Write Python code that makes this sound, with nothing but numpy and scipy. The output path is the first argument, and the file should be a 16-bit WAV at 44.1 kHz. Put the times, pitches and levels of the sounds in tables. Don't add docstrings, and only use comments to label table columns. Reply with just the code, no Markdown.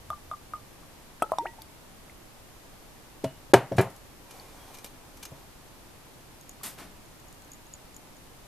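import sys
import numpy as np
from scipy import signal
from scipy.fft import rfft, irfft, next_fast_len
from scipy.io import wavfile
from scipy.ndimage import uniform_filter1d

SR = 44100
rng = np.random.default_rng(int(sys.argv[2]) if len(sys.argv) > 2 else 0)


def master_out(mix):
    frames = np.transpose(np.atleast_2d(mix))
    ceiling = np.clip(frames, -1, 1)
    pcm = np.round(ceiling * 32767).astype(np.int16)
    wavfile.write(sys.argv[1], SR, pcm)


def linear_from_db(decibels):
    return 10 ** (np.asarray(decibels, float) / 20)


N = 373527


def at_hz(points, hz):
    table_hz, value = np.array(points).T[:2]
    return np.interp(np.log(hz + 1), np.log(table_hz), value)


def add(out, s, piece):
    i = round(s * SR)
    out[..., i:i + piece.shape[-1]] += piece[..., :N - i]


def fade(length, t60, swell):
    t = np.arange(round(length * SR)) / SR
    return t, (1 - np.exp(-t / max(swell, 1e-4))) * linear_from_db(-60 * t / max(t60, 1e-3))


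def noise(size, spectrum, likeness, low_hz=0, high_hz=1e5):
    hz = np.fft.rfftfreq(size, 1 / SR)
    mid, side = rfft(rng.standard_normal((2, size)))
    alike = np.clip(at_hz(likeness, hz), 0, 1)
    pair = np.sqrt(1 + alike) * mid + np.sqrt(1 - alike) * side * [[1], [-1]]
    pair = linear_from_db(at_hz(spectrum, hz)) * pair
    pair /= np.sqrt(2 * np.mean(np.sum(np.abs(pair) ** 2, axis=1))) / size
    return irfft(pair * ((hz >= low_hz) & (hz < high_hz)), size)


def rings(rows):
    out = np.zeros(N)
    for s, hz, db, t60, swell in rows:
        t, shape = fade(0.33, t60, swell)
        add(out, s, -linear_from_db(db) * shape * np.sin(2 * np.pi * hz * t))
    return out


def climbs(rows, bend, change_db):
    out = np.zeros(N)
    for s, length, from_hz, to_hz, db in rows:
        share = np.arange(round(length * SR)) / (length * SR)
        phase = 2 * np.pi * np.cumsum(from_hz * (to_hz / from_hz) ** share ** bend) / SR
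        ends = np.clip(np.minimum(share, 1 - share) / 0.021, 0, 1)
        add(out, s, linear_from_db(db + change_db * share) * ends * np.sin(phase))
    return out


def click(db, t60):
    shape = fade(.02, t60, 0.0001)[1]
    return linear_from_db(db) * shape * np.diff(rng.standard_normal(len(shape) + 1)) / 2


# [f/Hz, level/dB per Hz]
HISS_COLOUR = [(12, -4), (20, 1.5), (86, -6), (116, -4.5), (186, -8.5), (305, -7.5), (401, -11), (942, -13),
               (1270, -16.5), (1380, -17.5), (3730, -22), (6120, -24), (6830, -24), (7830, -25),
               (14400, -24.5)]
# [f/Hz, likeness 0..1]
HISS_LIKENESS = [(60, 0.73), (150, 0.56), (370, 0.293), (940, 0.42), (2340, 0.096), (5840, 0.03),
                 (14600, 0.018)]


def hiss():
    return linear_from_db(-50) * noise(next_fast_len(N), HISS_COLOUR, HISS_LIKENESS, 0, 14330)[:, :N]


def limiter_gain(x):
    limit, duck_db, look_ahead_s, ease_s, recover_db_per_s = .6, 28, 0.0092, 0.0097, 400
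    climb = recover_db_per_s * np.arange(N) / SR
    held = np.maximum.accumulate(duck_db * (np.abs(x).max(axis=0) > limit) + climb) - climb
    ahead = np.roll(held, -round(look_ahead_s * SR))
    return linear_from_db(-uniform_filter1d(ahead, round(ease_s * SR)))


def room(x):
    t60_s, wall_cut_hz = 0.11, 4800
    size = next_fast_len(N + SR)
    w = 2 * np.pi * np.fft.rfftfreq(size)
    dull = 1 / (1 + 1j * w * SR / (2 * np.pi * wall_cut_hz))
    answer = []
    for side in rng.uniform(0.006, 0.014, (2, 8)) * SR:
        loops = [linear_from_db(-60 * lag / SR / t60_s) * dull * np.exp(-1j * w * lag) for lag in side]
        answer.append(sum((-1) ** k * g / (1 - g) for k, g in enumerate(loops)))
    return irfft(rfft(x, size) * np.array(answer), size)[:, :N]


# [f/Hz, likeness 0..1]
NEAR_LIKENESS = [(200, 1), (2000, 0.96), (6000, 0.79), (14000, 0.85)]
# [f/Hz, level/dB per Hz]
STREAM_COLOUR = [(30, -22), (60, -4), (100, 5), (160, -12), (400, -40)]
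# [t/s, peak/dB]
THUDS = [
    (0.0, -57),
    (.116, -54.5),
    (.334, -51),
    (.556, -56),
    (.636, -63),
]


def stream():
    rise_db_per_s, fall_db_per_s = 170, 140
    t, out, shape = np.arange(SR) / SR, np.zeros((2, N)), 0
    for s, db in THUDS:
        shape = shape + linear_from_db(db + np.minimum(rise_db_per_s * (t - s), fall_db_per_s * (s - t)))
    add(out, 0, shape * noise(SR, STREAM_COLOUR, NEAR_LIKENESS))
    return out


def stroke(attack, hold, t60):
    t = np.arange(SR // 2) / SR
    return np.clip(t / attack, 0, 1) * linear_from_db(-60 * np.clip(t - attack - hold, 0, None) / t60)


# [f/Hz, level/dB per Hz]
BRUSH_COLOUR = [(59, -44), (100, -25), (155, 4.5), (443, -4), (797, -6.5), (5480, -10), (11200, -5.5),
                (14100, -4.5), (15000, -40)]
# [f/Hz, likeness 0..1]
BRUSH_LIKENESS = [(60, 0.41), (240, 0.68), (940, 1), (3690, 1), (14600, 0.11)]
# [t/s, attack/s, hold/s, level/dB, brightness/dB]
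BRUSHES = [
    (6.631, 0.0032, 0.027, -42, 3),
    (6.775, 0.012, 0.018, -44.5, -12),
]


def brush():
    split_hz = 2000
    grain = linear_from_db(8.5 * uniform_filter1d(rng.standard_normal(SR), size=64))
    low = grain * noise(SR, BRUSH_COLOUR, NEAR_LIKENESS, 100, 660)
    middle = grain * noise(SR, BRUSH_COLOUR, BRUSH_LIKENESS, 600, 15500)
    high = grain * noise(SR, BRUSH_COLOUR, BRUSH_LIKENESS, 610, 15500)
    middle = signal.lfilter(*signal.butter(1, split_hz, fs=SR), middle)
    high = signal.lfilter(*signal.butter(1, split_hz, "high", fs=SR), high)
    # sound, level/dB, share of the brightness, t60/s
    parts = [(linear_from_db(5.5) * low, -7.5, -0.24, 0.63),
             (linear_from_db(6) * middle, 0, -0.16, 0.36),
             (linear_from_db(4) * high, -0.6, 1, 0.26)]
    out = np.zeros((2, N))
    for k, (s, attack, hold, db, bright_db) in enumerate(BRUSHES):
        for part, part_db, share, t60 in parts:
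            shape = linear_from_db(db + part_db + share * bright_db) * stroke(attack, hold, t60)
            add(out, s, shape * part[:, k * SR // 2:][:, :len(shape)])
    return out


# [f/Hz, level/dB per Hz]
SHAKE_COLOUR = [(59, -38), (100, 0), (241, -9), (383, -7.5), (620, -2.5), (797, -2), (1190, -10.5),
                (11000, -23.5), (14100, -27), (15000, -67)]
# [f/Hz, t60/s]
SHAKE_DECAY = [(150, 0.3), (500, 0.29), (1500, 0.34), (4000, 0.16), (12000, 0.19)]
# [t/s, level/dB, swell/s, brightness/dB per octave]
SHAKES = [
    (3.241, -41.5, 0.0021, 0),
    (3.5363, -21, 0.0012, -1.04),
    (3.719, -45, 0.0033, -4.5),
    (3.765, -38, 0.028, 2.5),
    (3.782, -24.5, 0.0074, -2.5),
    (3.81, -57.5, 0.0022, 7),
    (3.900, -72.5, .001, 5.5),
    (3.961, -69, 0.00085, 5),
]


def shakes():
    crack_t60_s, crack_db, crack_low_hz = 0.03, 16.5, 1500
    out, edges = np.zeros((2, N)), 100 * 2 ** np.arange(0, 8, .5)
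    for s, db, swell, tilt_db in SHAKES:
        crack = linear_from_db(crack_db) * fade(.35, crack_t60_s, swell)[1]
        for low, high in zip(edges, edges[1:]):
            tail = fade(.35, at_hz(SHAKE_DECAY, low), swell)[1]
            shape = tail + crack / (1 + (crack_low_hz / low) ** 2)
            gain = linear_from_db(db + tilt_db * np.log2(low / 1000))
            add(out, s, gain * shape * noise(len(tail), SHAKE_COLOUR, NEAR_LIKENESS, low, high))
    return out


# [t/s, f/Hz, peak/dB, t60/s, swell/s]
CHIMES = [(3.245, 2920, -50, 0.33, .008), (3.717, 5600, -59, 0.39, .002), (3.718, 10600, -62, 0.33, .002),
          (3.794, 3935, -37, 0.07, .003), (3.815, 7400, -51, 0.13, .002), (3.820, 10500, -55, 0.19, .002),
          (3.900, 10500, -58, .10, .001), (3.961, 11600, -59, .2, .001), (3.962, 6500, -56, .05, .001),
          (4.580, 3270, -56, .5, .02), (4.505, 6380, -64, 0.82, .03), (6.640, 8750, -50, .32, .015),
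          (6.612, 1150, -34, 0.018, .002)]


def chimes():
    return rings(CHIMES)


# [t/s, length/s, from f/Hz, to f/Hz, start level/dB]
ROLL_ONS = [
    (3.2386, .0068, 286, 664, -26.5),
    (3.7144, .0070, 284, 654, -30.5),
]


def roll_ons():
    return climbs(ROLL_ONS, bend=1.36, change_db=9.5)


# [t/s, peak/dB, contact cut-off f/Hz, bass weight/dB]
EDGE_BLOWS = [(3.2413, -20.5, 300, -1.5), (3.2454, -19, 800, -8), (3.2560, -31, 500, 5),
              (3.4950, -41.5, 500, -2), (3.7174, -22, 300, -3), (3.7213, -24, 900, -9),
              (3.7268, -28.5, 400, 0), (3.7500, -32, 300, 3), (3.7608, -34, 200, 6),
              (5.3170, -37, 500, -1.5), (5.3280, -52, 300, -16)]
# [t/s, peak/dB, contact cut-off f/Hz, bass weight/dB]
BASE_BLOWS = [(3.5353, 9, 520, -6.5), (3.5388, 3.5, 3000, -6), (3.5415, -11, 3000, 10),
              (3.5439, 5, 597, -6), (3.5480, -5, 700, 6), (3.5570, -22, 1200, -5), (3.5720, -16, 1500, 0),
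              (3.7820, -7.5, 3020, 6), (3.7870, -21, 2000, 0), (3.7930, -7, 2400, -8),
              (3.7975, -26, 900, -2), (3.8035, -11.5, 1990, -4.5), (3.8110, -28, 1500, 9),
              (3.8170, -23.5, 2200, -12), (3.8260, -22, 1800, -4), (3.8400, -28, 1500, -10)]
# [f/Hz, level/dB, t60/s]
EDGE_MODES = [(135, 7.5, 0.15), (160.4, -3.5, 0.25), (267, -1, 0.116), (318, 0, 0.07), (410, -10, 0.21),
              (550, 8.5, 0.072), (645.5, 5.5, 0.16), (850, -25, 0.121), (950, 3, 0.044), (1060, -9, .1),
              (1515, -12.5, .07), (2190, -7.5, .07), (2910, -6, .06)]
# [f/Hz, level/dB, t60/s]
BASE_MODES = [(120, -4.5, 0.2), (189, -13.5, .1), (250, -17, 0.076), (323, -16, .08), (389.5, -4.5, 0.12),
              (430, 1, 0.032), (514, -2, 0.055), (698, -2.5, 0.073), (777, -6, 0.032), (924, -9.5, 0.1095),
              (1020, -16, 0.13), (1240, -14, 0.08), (1325, -2.5, 0.024), (1550, -18, 0.12),
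              (1660, -1, 0.05), (1980, -5, 0.029), (2200, -16, 0.0497), (2380, -5.5, 0.047),
              (2990, -10.5, 0.05), (3935, -13.5, 0.035)]


def table():
    spread_db, pressed_s, left_ringing = 2.2, 0.0073, 0.65
    out = np.zeros(N)
    for blows, modes in [(EDGE_BLOWS, EDGE_MODES), (BASE_BLOWS, BASE_MODES)]:
        for s, db, cut_hz, bass_db in blows:
            for hz, mode_db, t60 in modes:
                t, shape = fade(.3, t60, 0.00113)
                shape = shape * (left_ringing + np.exp(-t / pressed_s))
                strike_db = db + mode_db - 10 + spread_db * rng.normal() + bass_db * (hz < 220)
                gain = linear_from_db(strike_db) / (1 + (hz / cut_hz) ** 2)
                add(out, s, gain * shape * np.sin(2 * np.pi * hz * t))
    return out


def ring(x, hz, t60):
    r, w = linear_from_db(-60 / (t60 * SR)), 2 * np.pi * hz / SR
    return signal.lfilter([0, np.sin(w)], [1, -2 * r * np.cos(w), r * r], x + 1e-18)


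# [f/Hz, level/dB per Hz]
RUB_COLOUR = [(120, -37), (200, -1.5), (405, 1.5), (980, 0.5), (1720, -11.5), (11200, -14), (14200, -13),
              (15000, -59)]
# [t/s, level/dB]
TURNING = [
    (4.2, -69),
    (4.346, -49),
    (4.498, -53),
    (4.71, -50.5),
    (4.926, -60.5),
    (5.45, -57),
]
# [f/Hz, level/dB per Hz]
CAP_COLOUR = [(300, -3), (1000, -4), (1900, -13), (2500, -5), (6000, -5), (12000, -9), (14200, -6),
              (15000, -41)]
# [t/s, peak/dB]
CAP_TICKS = [(4.309, -35.5), (4.7374, -44), (4.7432, -36), (4.7500, -37), (4.7707, -40), (4.785, -35.5),
             (4.8441, -28.5), (4.861, -36), (4.872, -42), (5.1716, -41), (5.2270, -34), (5.2300, -29),
             (5.2524, -28)]
# [f/Hz, level/dB, t60/s]
CAP_MODES = [(2430, 8.5, 0.047), (3050, 0, 0.053), (3830, -8, .04), (4270, -1, 0.038), (5800, -2, 0.04),
             (6380, 2, 0.094), (7800, -8, .04), (8740, -13, .05), (10500, -3, .05), (11700, 2, 0.05),
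             (13500, -6, .05)]


def cap():
    turn_s, turn_db = np.array(TURNING).T
    t = turn_s[0] + np.arange(round((turn_s[-1] - turn_s[0]) * SR)) / SR
    ends = np.clip(np.minimum(t - t[0], t[-1] - t) / 0.0021, 0, 1)
    friction = linear_from_db(-3) * noise(2 * SR, RUB_COLOUR, NEAR_LIKENESS)[:, :len(t)]
    rub, ticks = np.zeros((2, N)), np.zeros((2, N))
    add(rub, t[0], friction * linear_from_db(np.interp(t, turn_s, turn_db)) * ends)
    for s, db in CAP_TICKS:
        shape = fade(0.13, 0.056, 0.00026)[1]
        add(ticks, s, linear_from_db(db - 9) * shape * noise(len(shape), CAP_COLOUR, NEAR_LIKENESS))
        add(ticks, s, click(db + 0.5, t60=0.0054))
    busy = (linear_from_db(-2) * rub + ticks)[:, 4 * SR:6 * SR]
    shell = sum(linear_from_db(db - 40.5) * ring(busy, hz, t60) for hz, db, t60 in CAP_MODES)
    add(ticks, 4, shell)
    return rub + ticks


# [t/s, ring peak/dB, f/Hz, click level/dB]
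ICE = [(6.4113, -42.5, 6570, -47), (6.494, -33, 6760, -36.5), (6.513, -42, 6960, -52),
       (6.9117, -53, 7290, -65), (7.0594, -51, 6780, -59), (7.1167, -50, 6830, -58),
       (7.2, -51.5, 6900, -55), (7.2838, -42, 6860, -60), (7.3267, -46, 6880, -47),
       (7.3444, -54, 6800, -62), (7.4213, -56, 6800, -47), (7.447, -50, 6650, -51),
       (7.5176, -35, 6760, -43), (7.5343, -37.5, 6870, -47), (7.5444, -43, 6940, -60),
       (7.6671, -45, 6700, -59), (7.7329, -44, 6900, -54), (7.7377, -30, 6920, -44),
       (7.7519, -42, 6900, -58), (7.9448, -41, 6860, -57), (7.9652, -34.5, 6930, -45),
       (8.1679, -47, 6860, -60)]


def ice():
    out = np.zeros(N)
    for s, db, hz, click_db in ICE:
        t, shape = fade(.08, 0.018, .0001)
        add(out, s, linear_from_db(db - 1) * shape * np.sin(2 * np.pi * hz * t))
        bright = fade(.08, 0.0026, .0001)[1]
        add(out, s, linear_from_db(click_db + 7.5) * bright * np.sin(2 * np.pi * 8000 * t))
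        add(out, s, linear_from_db(12) * click(click_db, t60=.004))
    return out


# [t/s, peak/dB]
SNAPS = [
    (0.1024, -45),
    (0.3132, -56),
    (0.5357, -55),
    (1.2236, -40),
    (1.319, -47),
    (1.3863, -49),
    (1.6202, -45),
]


def snaps():
    out = np.zeros(N)
    for s, db in SNAPS:
        add(out, s, click(db + 14.5, t60=0.012))
    return out


# [t/s, f/Hz, peak/dB]
BEADS = [(1.2000, 1550, -41), (1.2270, 5700, -44), (1.2330, 8100, -46), (1.3189, 8800, -40),
         (1.3191, 3600, -49), (1.3849, 3650, -27), (1.3851, 5580, -27.5), (1.385, 8270, -33),
         (1.6184, 3600, -40.5), (1.6186, 4580, -37), (2.0970, 2080, -39.5), (4.3980, 4550, -35.5)]


def beads():
    return rings([(*row, 0.014, 0.00024) for row in BEADS])


# [t/s, f/Hz, peak/dB]
HUMS = [
    (0.802, 1170, -57),
    (1.2300, 1325, -37),
    (1.2320, 560, -44),
    (1.2400, 860, -43),
    (1.3250, 650, -38.5),
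    (1.325, 1027, -40),
    (1.3300, 823, -48),
    (1.3320, 1253, -46),
    (1.3861, 1930, -52),
    (1.5330, 925, -50),
]


def hums():
    slow = uniform_filter1d(uniform_filter1d(rng.standard_normal(N), size=220), size=220)
    flutter = linear_from_db(6 * slow / slow.std())
    return flutter * rings([(*row, 0.17, 0.0016) for row in HUMS])


# [t/s, length/s, from f/Hz, to f/Hz, start level/dB]
SPENT = [
    (1.2216, 0.0064, 2350, 2870, -28),
    (1.2272, 0.0068, 3050, 3400, -34),
    (1.2216, 0.015, 7740, 8600, -37),
    (1.222, 0.012, 9200, 11600, -34),
    (1.226, 0.026, 303, 524, -33),
    (1.4545, 0.019, 1020, 3160, -29.5),
]
# [t/s, length/s, from f/Hz, to f/Hz, start level/dB]
RISING = [
    (1.388, .068, 286, 764, -46.5),
    (1.572, .021, 655, 915, -56),
]


def bubbles():
    return climbs(RISING, bend=2.09, change_db=7.5) + climbs(SPENT, bend=0.74, change_db=-15)


# [t/s, f/Hz, peak/dB, t60/s, swell/s]
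NECK_TONES = [
    (1.2229, 1293, -15, 0.046, 0.00075),
    (1.3866, 931, -15, 0.094, 0.0089),
    (1.4580, 916, -36, 0.18, .0021),
    (1.4586, 363, -40.5, 0.12, .0022),
    (1.461, 1930, -39.5, 0.18, 0.0017),
    (1.585, 888, -42.5, 0.14, 0.0046),
]


def neck_tones():
    return rings(NECK_TONES)


# [t/s, f/Hz, peak/dB]
POPS = [
    (1.221, 275, -24.5),
    (1.2217, 890, -12.5),
    (1.2218, 1980, -17),
    (1.2215, 700, -7),
    (1.3186, 657, -8.5),
    (1.3191, 1070, -11),
    (1.3848, 907, -7),
    (1.385, 2220, -28),
    (1.4560, 770, -14.5),
]
# [t/s, neck f/Hz, peak/dB, bubble climb/s, bubble level/dB]
GLUGS = [
    (0.1027, 1185, -23, 0.028, -38),
    (0.3137, 1192, -25.5, .023, -41),
    (0.536, 1200, -25, .016, -49),
]


def pops():
    cycles, longest_s, swell_cycles = 11.5, 0.029, 0.66
    rows = [(s, hz, db, min(cycles / hz, longest_s), swell_cycles / max(hz, 600)) for s, hz, db in POPS]
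    rows += [(s, 1.7 * hz, db - 21, .006, .0002) for s, hz, db, _, _ in GLUGS]
    return uniform_filter1d(rings(rows), size=12)


def glugs():
    t60_s, swell_s = 0.074, 0.00034
    neck, climbing = [], []
    for s, hz, db, climb, bubble_db in GLUGS:
        neck.append((s, 1.02 * hz, db, t60_s, swell_s))
        neck.append((s, 2.96 * hz, 2 * bubble_db + 37.5, 0.015, swell_s))
        neck.append((s, .985 * hz, db - 16.5, 0.23, .006))
        neck.append((s + climb, hz, bubble_db + 10, t60_s, 0.00077))
        climbing.append((s, climb, .52 * hz, 0.94 * hz, bubble_db))
    return rings(neck) + climbs(climbing, bend=1.85, change_db=-8.5)


def scene():
    liquid = snaps() + beads() + hums() + bubbles() + neck_tones() + pops() + glugs() + ice()
    wood = table() + chimes() + roll_ons()
    walls = room(linear_from_db(-34) * wood + linear_from_db(-21) * liquid)
    close = liquid + wood + shakes() + cap() + brush() + walls
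    close = signal.sosfilt(signal.butter(4, 84, "high", fs=SR, output="sos"), close)
    left_right = np.array([[1], [-1]])
    close = close * linear_from_db(0.25 * left_right)
    return (close + stream() + hiss() * limiter_gain(close)) * linear_from_db(0.13 * left_right)


def band_limit(x):
    return signal.sosfilt(signal.butter(12, 15180, fs=SR, output="sos"), x)


def record(dry):
    dull = signal.sosfilt(signal.cheby2(8, 40, 15120, fs=SR, output="sos"), dry)
    flat = dull / (1 + dull ** 8) ** (1 / 8)
    return band_limit(flat)


dry = scene()
out = record(dry)
master_out(out)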